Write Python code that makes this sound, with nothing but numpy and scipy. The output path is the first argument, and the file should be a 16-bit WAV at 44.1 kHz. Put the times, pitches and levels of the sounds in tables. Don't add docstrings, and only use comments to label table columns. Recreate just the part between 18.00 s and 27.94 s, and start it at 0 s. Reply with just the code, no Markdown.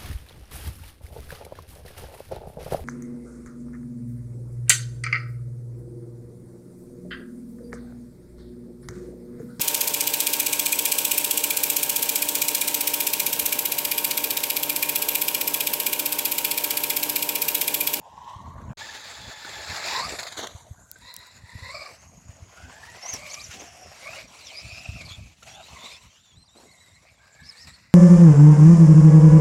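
import sys
import numpy as np
from scipy import signal
from scipy.fft import rfft, irfft, next_fast_len
from scipy.io import wavfile
from scipy.ndimage import uniform_filter1d, map_coordinates

SR = 44100
rng = np.random.default_rng(int(sys.argv[2]) if len(sys.argv) > 2 else 0)


def unload_wav(signal):
    wavfile.write(
        sys.argv[1],
        SR,
        np.round(np.clip(np.atleast_2d(signal).T, -1, 1) * 32767).astype(np.int16),
    )


N = 438354
T = np.arange(N) / SR

# time in seconds, rattle in dB, rumble of the plastic body in dB, grit in dB.
ROLLING = [(0, -70.5, -61.5, -72), (.3, -58, -58.5, -67), (.73, -79, -46.5, -67.5),
           (.78, -43.5, -58.5, -56), (1.42, -45.5, -52, -55), (1.95, -33, -40, -46),
           (2.15, -47.5, -46.5, -49.5), (2.33, -49.5, -48.5, -54), (2.5, -55, -50.5, -58.5),
           (2.85, -79, -65, -62), (3.1, -55, -68, -62), (3.45, -62.5, -63.5, -65), (3.7, -51, -68, -56),
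           (3.85, -50.5, -48, -56.5), (4.1, -69, -63.5, -66), (4.5, -59.5, -57, -64.5),
           (5.05, -50.5, -50, -53.5), (5.35, -53.5, -59, -51), (5.6, -53, -62.5, -55.5),
           (5.82, -57, -51, -58.5), (6.17, -46.5, -53, -52.5), (6.27, -56, -55, -60),
           (6.6, -50, -60.5, -57.5), (6.97, -52.5, -69, -58), (7.11, -54.5, -53, -55.5),
           (7.36, -63, -78, -68), (7.48, -64, -69, -59.5), (7.68, -54.5, -55, -61),
           (7.86, -50, -54.5, -54.5), (8.1, -59.5, -79, -65.5), (8.47, -74, -68.5, -76),
           (8.6, -68.5, -67, -61), (9.25, -65.5, -66.5, -71.5), (9.63, -58, -73, -59),
           (9.94, -65.5, -77, -75)]
# time in seconds, scuff level in dB, chassis thud level in dB, swell in seconds.
SCUFFS = [(0.952, -68, -46, 0.0022), (1.4497, -56, -42, 0.0054), (2.0359, -47, -72, 0.0092),
          (2.094, -40.5, -60, 0.0059), (2.121, -46, -35, 0.0071), (2.189, -36, -66, 0.0065),
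          (2.233, -39.5, -66, 0.0029), (2.27, -38.5, -62, 0.0035), (2.283, -45, -70, 0.0033),
          (2.3246, -42.5, -74, 0.0034), (2.371, -37, -39.5, 0.017), (2.43, -44, -30, 0.0094),
          (2.472, -34.5, -50, 0.0017), (2.962, -65, -58.5, 0.003), (3.895, -64, -59, 0.0026),
          (5.085, -53, -58, 0.0077), (5.132, -45, -40, 0.011), (5.2624, -49, -71, 0.01),
          (5.343, -41, -63, 0.0032), (5.51, -46, -57, 0.0075), (5.53, -49, -49.5, 0.017),
          (5.6, -52.5, -45, 0.018), (7.012, -48, -52, 0.0044), (7.43, -48.5, -60, 0.0033),
          (7.463, -51, -74, 0.022), (7.838, -79, -44.5, 0.0097), (8.5507, -65, -53, 0.021),
          (8.593, -67, -55.5, 0.034), (9.673, -48, -82, 0.008)]
# frequency in Hz, relative gain in dB.
RATTLE_COLOUR = [(1530, -14), (2600, 3.5), (3760, 2), (4270, 0), (7500, -4.5), (9750, -92), (16500, -120)]
CLATTER_COLOUR = [(1000, -1.5), (1600, 1), (2100, 3), (2700, -4.5), (3600, -21)]
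GRIT_COLOUR = [(3240, -79), (5500, -1), (6940, 6), (9530, -6.5), (11400, -5), (12700, -10.5), (15100, -41),
               (16000, -43)]
# frequency in Hz, relative gain in dB.
THUD_COLOUR = [(120, -33), (230, 4), (600, 2.5), (1300, -8.5), (2200, -43)]
# centre in Hz, width in Hz, relative gain in dB.
BODY_RESONANCES = [(378, 1160, -5.5), (673, 184, 7), (1033, 212, 2.5), (1227, 660, -1.5)]
# time in seconds, first cancelled frequency in Hz, reflected share from 0 to 1.
GROUND_PATH = [(0, 2050, 0.5), (.8, 2840, 0.47), (1.6, 2970, 0.63), (2.1, 3180, 0.7), (2.45, 2505, 1),
               (3.1, 3090, 0.83), (3.75, 3150, 0.78), (4.0, 3500, 0.8), (4.45, 3800, 0.4),
               (4.9, 3620, 0.46), (5.45, 4050, 0.2), (5.75, 3950, 0.6), (6, 3380, 0.3), (6.25, 3150, 0.3),
               (6.35, 1620, 0.3), (7, 1650, 0.17), (7.5, 1700, 0.2), (8.1, 1660, 0.4), (8.35, 3130, 0.3),
               (9, 3200, 0.46), (9.94, 3200, 0.85)]
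# time in seconds, shaft tone in Hz, load in dB.
THROTTLE_PULLS = [
    [(0, 880, -48), (.3, 976, -39.5), (.55, 1053, -48.5), (.73, 977, -47)],
    [(.78, 867, -40), (1.1, 860.4, -50.5), (1.5, 861.6, -44), (1.85, 836, -41)],
    [(1.8, 822, -72), (1.9, 883.4, -34.5), (2, 1016, -33.5), (2.08, 1280, -34)],
    [(2.75, 750, -66), (2.97, 760, -72)],
    [(2.99, 895, -75), (3.05, 972, -56.5), (3.12, 989, -53.5), (3.35, 1003, -64)],
    [(3.35, 976, -69), (3.55, 946, -51), (3.7, 1023, -43.5), (3.75, 1172, -42), (3.86, 1148, -43),
     (3.93, 1190, -60), (3.99, 1164, -74)],
    [(4.5, 705.4, -52), (4.62, 742.5, -48.5), (4.72, 801, -50), (4.84, 905, -43.5), (4.93, 937, -46),
     (5, 1035, -45), (5.09, 1033, -42.5), (5.15, 1083, -40), (5.22, 1150, -39.5), (5.3, 1135, -39.5),
     (5.45, 1190, -44.5)],
    [(5.52, 1473, -54.5), (5.9, 1338, -55), (5.97, 1190, -57)],
    [(6, 1030, -46), (6.07, 1111, -37), (6.15, 1406, -39.5), (6.25, 1370, -71)],
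    [(6.15, 1167, -31), (6.3, 1151, -55.5), (6.48, 1128, -50), (6.56, 1157, -42), (6.8, 1310, -40),
     (6.98, 1310, -39.5), (7.025, 1110, -38.5), (7.06, 1190, -44.5), (7.35, 1220, -55.5)],
    [(7.42, 692, -54.5), (7.55, 749, -48), (7.64, 708, -45)],
    [(7.7, 1295, -52), (7.735, 1308, -53), (7.77, 1010, -47.5), (7.81, 996, -50), (7.85, 1087, -53.5),
     (7.95, 988, -61.5), (8.1, 1000, -64)],
    [(8.66, 1061, -56), (8.85, 993, -63), (9.1, 1120, -70), (9.6, 1140, -62.5)],
    [(9.18, 786, -63), (9.45, 850, -57.5), (9.7, 951, -59), (9.94, 1007, -61.5)],
]
SHAFT_ORDERS = [.53, 1, 2, 4]
PULL_VOICES = [(-48, -4.5, -22.5, -32), (-33, -8, -7.5, -12), (-31, -1.5, -11, -5), (-30, -20, -0.5, -30),
               (-12, -4.5, -3, 3), (-3.5, -8, -3, -7), (-13, -13.5, -8.5, -15), (1.5, -27, -10, -4.5),
               (-8, -14, -3.5, -20), (-4, -24, -7, -15.5), (-22, -4, -11, -8), (-24, -3, -4.5, -31),
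               (-30, -12, -0.5, -22), (-14.5, -19, -4, -22)]
PULL_TEXTURES = [(.35, 330, 0), (1, 150, 0), (.35, 260, .6), (.6, 170, 0), (.7, 160, .6), (.6, 200, 1.2),
                 (1, 230, 1), (.5, 190, 1), (.5, 220, 1), (.6, 290, 1), (.3, 260, .5), (.5, 220, 1),
                 (.45, 200, 0), (.9, 150, 0)]
# time in seconds, buffet level in dB.
WIND_LEVEL = [(0.0, -43), (0.11, -56.5), (0.72, -32.5), (0.8, -53), (3.51, -52), (3.54, -46.5), (3.9, -61),
              (4.18, -43), (5.09, -59.5), (5.12, -48.5), (6.48, -59.5), (6.92, -42), (7.42, -59.5),
              (9.94, -58)]
# frequency in Hz, relative gain in dB.
BUFFET_COLOUR = [(22, -69), (49, -3), (81, 2.5), (177, -7), (255, -12), (407, -28), (450, -26), (580, -67),
                 (990, -120)]
# start in seconds, level in dB.
EDDIES = [(0.361, -34), (0.692, -38), (2.549, -32), (2.71, -29), (3.436, -35), (3.553, -27.5),
          (3.624, -32.5), (4.291, -31.5), (4.423, -33.5), (5.132, -37), (5.49, -37.5), (6.725, -35),
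          (6.889, -23.5), (7.111, -34), (7.182, -33.5), (7.209, -37), (7.24, -41), (7.612, -55)]
# start in seconds, length in seconds, first pitch in Hz, last pitch in Hz, mid-tone level in dB.
CHIRPS = [(0.98, 0.65, 3450, 3500, -51.5), (3.958, 0.12, 6100, 6750, -57), (5.104, 0.082, 6650, 5100, -34),
          (6.702, 0.122, 5300, 5140, -48), (9.29, 0.083, 7900, 6800, -60), (5.284, 0.043, 3986, 6970, -39),
          (5.296, 0.04, 4100, 4500, -45), (5.449, 0.041, 6300, 5960, -49), (6.544, 0.092, 4620, 5350, -41),
          (5.329, 0.028, 7100, 4530, -33.5), (5.39, 0.039, 3500, 5770, -42.5),
          (5.433, 0.038, 6450, 4730, -42), (5.53, 0.021, 3280, 4400, -51), (5.502, 0.038, 5530, 7950, -53),
          (5.589, 0.034, 5530, 7260, -42.5), (6.363, 0.21, 5300, 1975, -51.5),
          (6.444, 0.058, 6170, 4970, -44.5), (7.038, 0.084, 5000, 3640, -46),
          (7.074, 0.097, 3480, 3430, -42), (7.471, 0.033, 2186, 2460, -51), (7.477, 0.087, 5550, 5720, -53),
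          (7.784, 0.2, 3500, 3620, -50), (7.9, 0.096, 4860, 5370, -52), (7.458, 0.26, 3020, 4260, -52),
          (7.778, 0.19, 3450, 4290, -46.5), (7.868, 0.14, 2045, 2820, -52),
          (9.047, 0.081, 2145, 2520, -57.5)]
# start in seconds, level in dB before the soft start, ring in Hz.
STONES = [(1.447, -27, 1480), (2.957, -36, 1550), (7.424, -37, 1360)]
# start in seconds, level in dB before the high-pass, ring in Hz.
GRIT_HITS = [(2.915, -24.5, 7000), (2.987, -45, 8000), (3.141, -28, 7500), (3.165, -19.5, 5600),
             (3.191, -43, 9000), (3.27, -41, 8000), (5.139, -27, 6500)]
# time in seconds, pitch in Hz.
PINION_RUNS = [
    [(5.01, 5250), (5.08, 6020), (5.105, 6500), (5.125, 6200)],
    [(6.49, 3510), (6.555, 4790), (6.61, 5100), (6.64, 4000), (6.665, 4450), (6.7, 4700), (6.78, 4640)],
    [(8.04, 2730), (8.105, 3150), (8.155, 2770), (8.2, 3470), (8.245, 3730), (8.272, 3390), (8.3, 3540),
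     (8.33, 3300), (8.41, 4350), (8.44, 4100), (8.465, 5000), (8.49, 3640), (8.555, 3730), (8.585, 4280),
     (8.61, 4080), (8.63, 4440), (8.645, 3620), (8.675, 4150), (8.695, 3730), (8.72, 4350), (8.74, 4000),
     (8.755, 4270), (8.78, 3750), (8.81, 3980), (8.93, 3680), (8.96, 4280), (8.99, 3600)],
    [(8.99, 3600), (9.03, 3960), (9.1, 4340), (9.165, 3370), (9.22, 3460)],
    [(9.38, 3420), (9.425, 4000), (9.44, 4730), (9.485, 5320), (9.503, 5100), (9.52, 4260), (9.545, 3800),
     (9.58, 4500), (9.62, 5430), (9.645, 5160), (9.672, 4150), (9.697, 3730), (9.72, 3860), (9.748, 4570),
     (9.78, 3950)],
    [(4.05, 6500), (4.3, 6750), (4.55, 6600), (4.8, 7330)],
]
# level in dB at MESH_HZ, rise in dB per octave of revs.
RUN_LEVELS = [(-58.5, 44.5), (-53.5, 4.5), (-61.5, 5), (-72, -1), (-56, 39), (-60.5, -0.5)]
RUN_TEXTURES = [(1.1, 300), (.5, 600), (1.5, 280), (1, 300), (1.1, 520), (.4, 700)]
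# start in seconds, end in seconds, level in dB.
WHISTLES = [(5.747, 6.08, -59), (6.095, 6.7, -63), (8.023, 9.097, -73)]
# fully quiet from, and until, in seconds.
SILENCE = (.735, .771)

MESH_HZ, WHISTLE_HZ = 4200, 5670
GROWL_GROWS = 1.53
ROUGH_S = .087
CHIRP_FADE_DB = 4.5
TOP_HZ = 15900


def amp(db):
    return 10 ** (np.asarray(db) / 20)


def unit(x):
    return x / np.sqrt(np.mean(np.abs(x) ** 2) + 1e-20)


def curves(rows):
    s, *columns = np.transpose(rows)
    return [np.interp(T, s, column) for column in columns]


def wobble(rate, size=N):
    knots = rng.standard_normal(int(size * rate / SR) + 4)
    return map_coordinates(knots, [np.arange(size) * rate / SR])


def filtered(x, response):
    padded = next_fast_len(N + 8192)
    return irfft(rfft(x, padded) * response(np.fft.rfftfreq(padded, 1 / SR)), padded)[:N]


def colour(points):
    f, db = np.transpose(points)
    return lambda hz: amp(np.interp(np.log(hz + 1), np.log(f), db))


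def scrabble(response, patchy_db, spiky_db):
    grains = rng.standard_normal(N) * amp(spiky_db * wobble(700))
    z = signal.stft(grains, nperseg=512)[2]
    across_pitch = uniform_filter1d(rng.standard_normal(z.shape), 5, 0)
    patches = unit(uniform_filter1d(across_pitch, 6, 1))
    patchy = signal.istft(z * amp(patchy_db * patches), nperseg=512)[1][:N]
    return unit(filtered(patchy, response))


def whine(tables, orders, textures, flutter, broken_db):
    out = np.zeros(N)
    for rows, (clean, fuzz_rate, widening) in zip(tables, textures):
        s, hz, *level = np.transpose(rows)
        a, b = round(s[0] * SR), min(round(s[-1] * SR), N)
        t, size = T[a:b], b - a
        fluttering_hz = np.interp(t, s, hz) * (1 + flutter * wobble(34.98, size))
        turns = np.cumsum(fluttering_hz) / SR
        beads = unit(amp(broken_db * wobble(75, size)))
        ramp_s = min(.03, (t[-1] - t[0]) / 4)
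        fade = np.clip(np.minimum(t - t[0], t[-1] - t) / ramp_s, 0, 1)
        for order, column, db in orders:
            blur = max(order / 2, 1) ** widening
            rate, pure = fuzz_rate * order ** .6 * blur, clean / blur
            smear = pure + wobble(rate, size) + 1j * wobble(rate, size)
            tone = np.real(smear * np.exp(2j * np.pi * order * turns)) / np.sqrt(pure ** 2 / 2 + 1)
            out[a:b] += beads * fade * amp(np.interp(t, s, level[column]) + db) * tone
    return out


def ground(x):
    notch_hz, share = curves(GROUND_PATH)
    dull = filtered(x, lambda hz: 1 / np.sqrt(1 + (hz / 6000) ** 6))
    late = map_coordinates(dull, [np.arange(N) - SR / notch_hz], order=3)
    return x - np.clip(share, 0, 1) * late


def body_shell(f):
    total = 0
    for k, (centre, width, db) in enumerate(BODY_RESONANCES):
        total = total + (-1) ** k * amp(db) * 1j * f * width / (centre ** 2 - f ** 2 + 1j * f * width)
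    return f * f / (f * f + 220 ** 2) * total


def landings():
    scuff, body = np.zeros(N), np.zeros(N)
    for s, scuff_db, body_db, swell_s in SCUFFS:
        u = np.arange(SR // 10) / SR / max(swell_s, .001)
        swell = u * np.exp(1 - u)
        a = round((s - .003) * SR)
        scuff[a:][:len(u)] += amp(scuff_db) * swell
        body[a:][:len(u)] += amp(body_db) * swell
    return scuff, body


def tyres():
    rattle_db, rumble_db, grit_db = curves(ROLLING)
    clatter_db = -55 + 0.97 * (rattle_db + 50)
    bumps = amp(1.43 * wobble(22) + 0.98 * wobble(60))
    scuff, body = landings()
    rattle = bumps * amp(rattle_db) + scuff
    rattle = rattle * scrabble(colour(RATTLE_COLOUR), patchy_db=1.3, spiky_db=1.5)
    clatter = bumps * amp(clatter_db) + amp(-4.5) * scuff
    clatter = clatter * scrabble(colour(CLATTER_COLOUR), patchy_db=2.4, spiky_db=1.5)
    grit = bumps * amp(grit_db) + amp(-9.5) * scuff
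    grit = grit * scrabble(colour(GRIT_COLOUR), patchy_db=4.0, spiky_db=2.0)
    rumble = bumps * amp(rumble_db) * scrabble(body_shell, patchy_db=4.0, spiky_db=3.5)
    thud = body * scrabble(colour(THUD_COLOUR), patchy_db=3.5, spiky_db=4.5)
    return ground(rattle + clatter + grit) + rumble + thud


def gearboxes():
    pulls = []
    for rows, (growl_db, *rest_db) in zip(THROTTLE_PULLS, PULL_VOICES):
        full_db = max(db for _, _, db in rows)
        pull = []
        for s, hz, db in rows:
            growl = db + growl_db + GROWL_GROWS * (db - full_db)
            pull.append((s, hz, growl, *(db + np.array(rest_db))))
        pulls.append(pull)
    orders = [(order, k, 0) for k, order in enumerate(SHAFT_ORDERS)]
    return ground(whine(pulls, orders, PULL_TEXTURES, flutter=.011, broken_db=3.2))


def wind():
    lumps = amp(4.65 * wobble(15))
    buffet = unit(lumps * scrabble(colour(BUFFET_COLOUR), patchy_db=2.5, spiky_db=-3.5))
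    out = amp(curves(WIND_LEVEL)[0]) * buffet
    t = T[:SR // 10]
    u = t / 0.0047
    swing = u * np.exp(1 - u) * np.sin(2 * np.pi * 88 * t)
    for s, db in EDDIES:
        out[round(s * SR):][:len(t)] += amp(db) * swing
    return out


def rasp(squeals, db):
    return whine(squeals, [(1, 0, db)], [(0, 2600, 0)] * len(squeals), flutter=.02, broken_db=4)


def thin_top(x):
    return filtered(x, lambda hz: 1 / np.sqrt(1 + (hz / 8000) ** 11))


def chirps():
    glides, textures = [], []
    for s, length, from_hz, to_hz, db in CHIRPS:
        edge_db = db - CHIRP_FADE_DB
        middle = (s + length / 2, (from_hz + to_hz) / 2, db)
        glides.append([(s, from_hz, edge_db), middle, (s + length, to_hz, edge_db)])
        textures.append((.6, 750, 0) if length < ROUGH_S else (.7, 330, 0))
    tones = whine(glides, [(1, 0, 0), (2, 0, -11)], textures, flutter=.016, broken_db=3.5)
    return thin_top(tones + rasp(glides, -9))


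def knocks():
    out, t = np.zeros(N), T[:2000]
    for s, db, hz in STONES:
        decay = amp(db - 60 * t / 0.038)
        soft_start = 1 - np.exp(-t / 0.0024)
        out[round(s * SR):][:len(t)] += decay * soft_start * np.sin(2 * np.pi * hz * t)
    return out


def ticks():
    out, t = np.zeros(N), T[:400]
    for s, db, hz in GRIT_HITS:
        crack = 1.3 * amp(-60 * t / .003) * rng.standard_normal(len(t))
        ring = .5 * amp(-60 * t / .005) * np.sin(2 * np.pi * hz * t)
        out[round(s * SR):][:len(t)] += amp(db) * (ring + crack)
    return signal.sosfilt(signal.butter(4, 3800, "high", fs=SR, output="sos"), out)


def pinions():
    runs = []
    for rows, (db, rise_db) in zip(PINION_RUNS, RUN_LEVELS):
        runs.append([(s, hz, db + rise_db * np.log2(hz / MESH_HZ), db - 4) for s, hz in rows])
    textures = [(clean, rate, 0) for clean, rate in RUN_TEXTURES]
    tones = whine(runs, [(1, 0, 0), (2, 1, 0)], textures, flutter=.013, broken_db=3.3)
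    return thin_top(tones + rasp(runs, -10))


def controller_whistle():
    tones = [[(start, WHISTLE_HZ, db), (end, WHISTLE_HZ, db)] for start, end, db in WHISTLES]
    return whine(tones, [(1, 0, 0)], [(.7, 130, 0)] * len(tones), flutter=.002, broken_db=3)


def scene():
    cars = tyres() + gearboxes() + chirps() + pinions() + controller_whistle()
    return (cars + wind() + knocks() + ticks())[None]


def record(dry):
    quiet_from, quiet_until = SILENCE
    fade_out = (quiet_from - T) / .004
    fade_in = (T - quiet_until) / .0005
    gate = np.clip(np.maximum(fade_out, fade_in), 0, 1)
    return filtered(dry[0] * gate, lambda hz: (hz < TOP_HZ) * hz ** 3 / (hz ** 3 + 34 ** 3))[None]


dry = scene()
out = record(dry)
unload_wav(out)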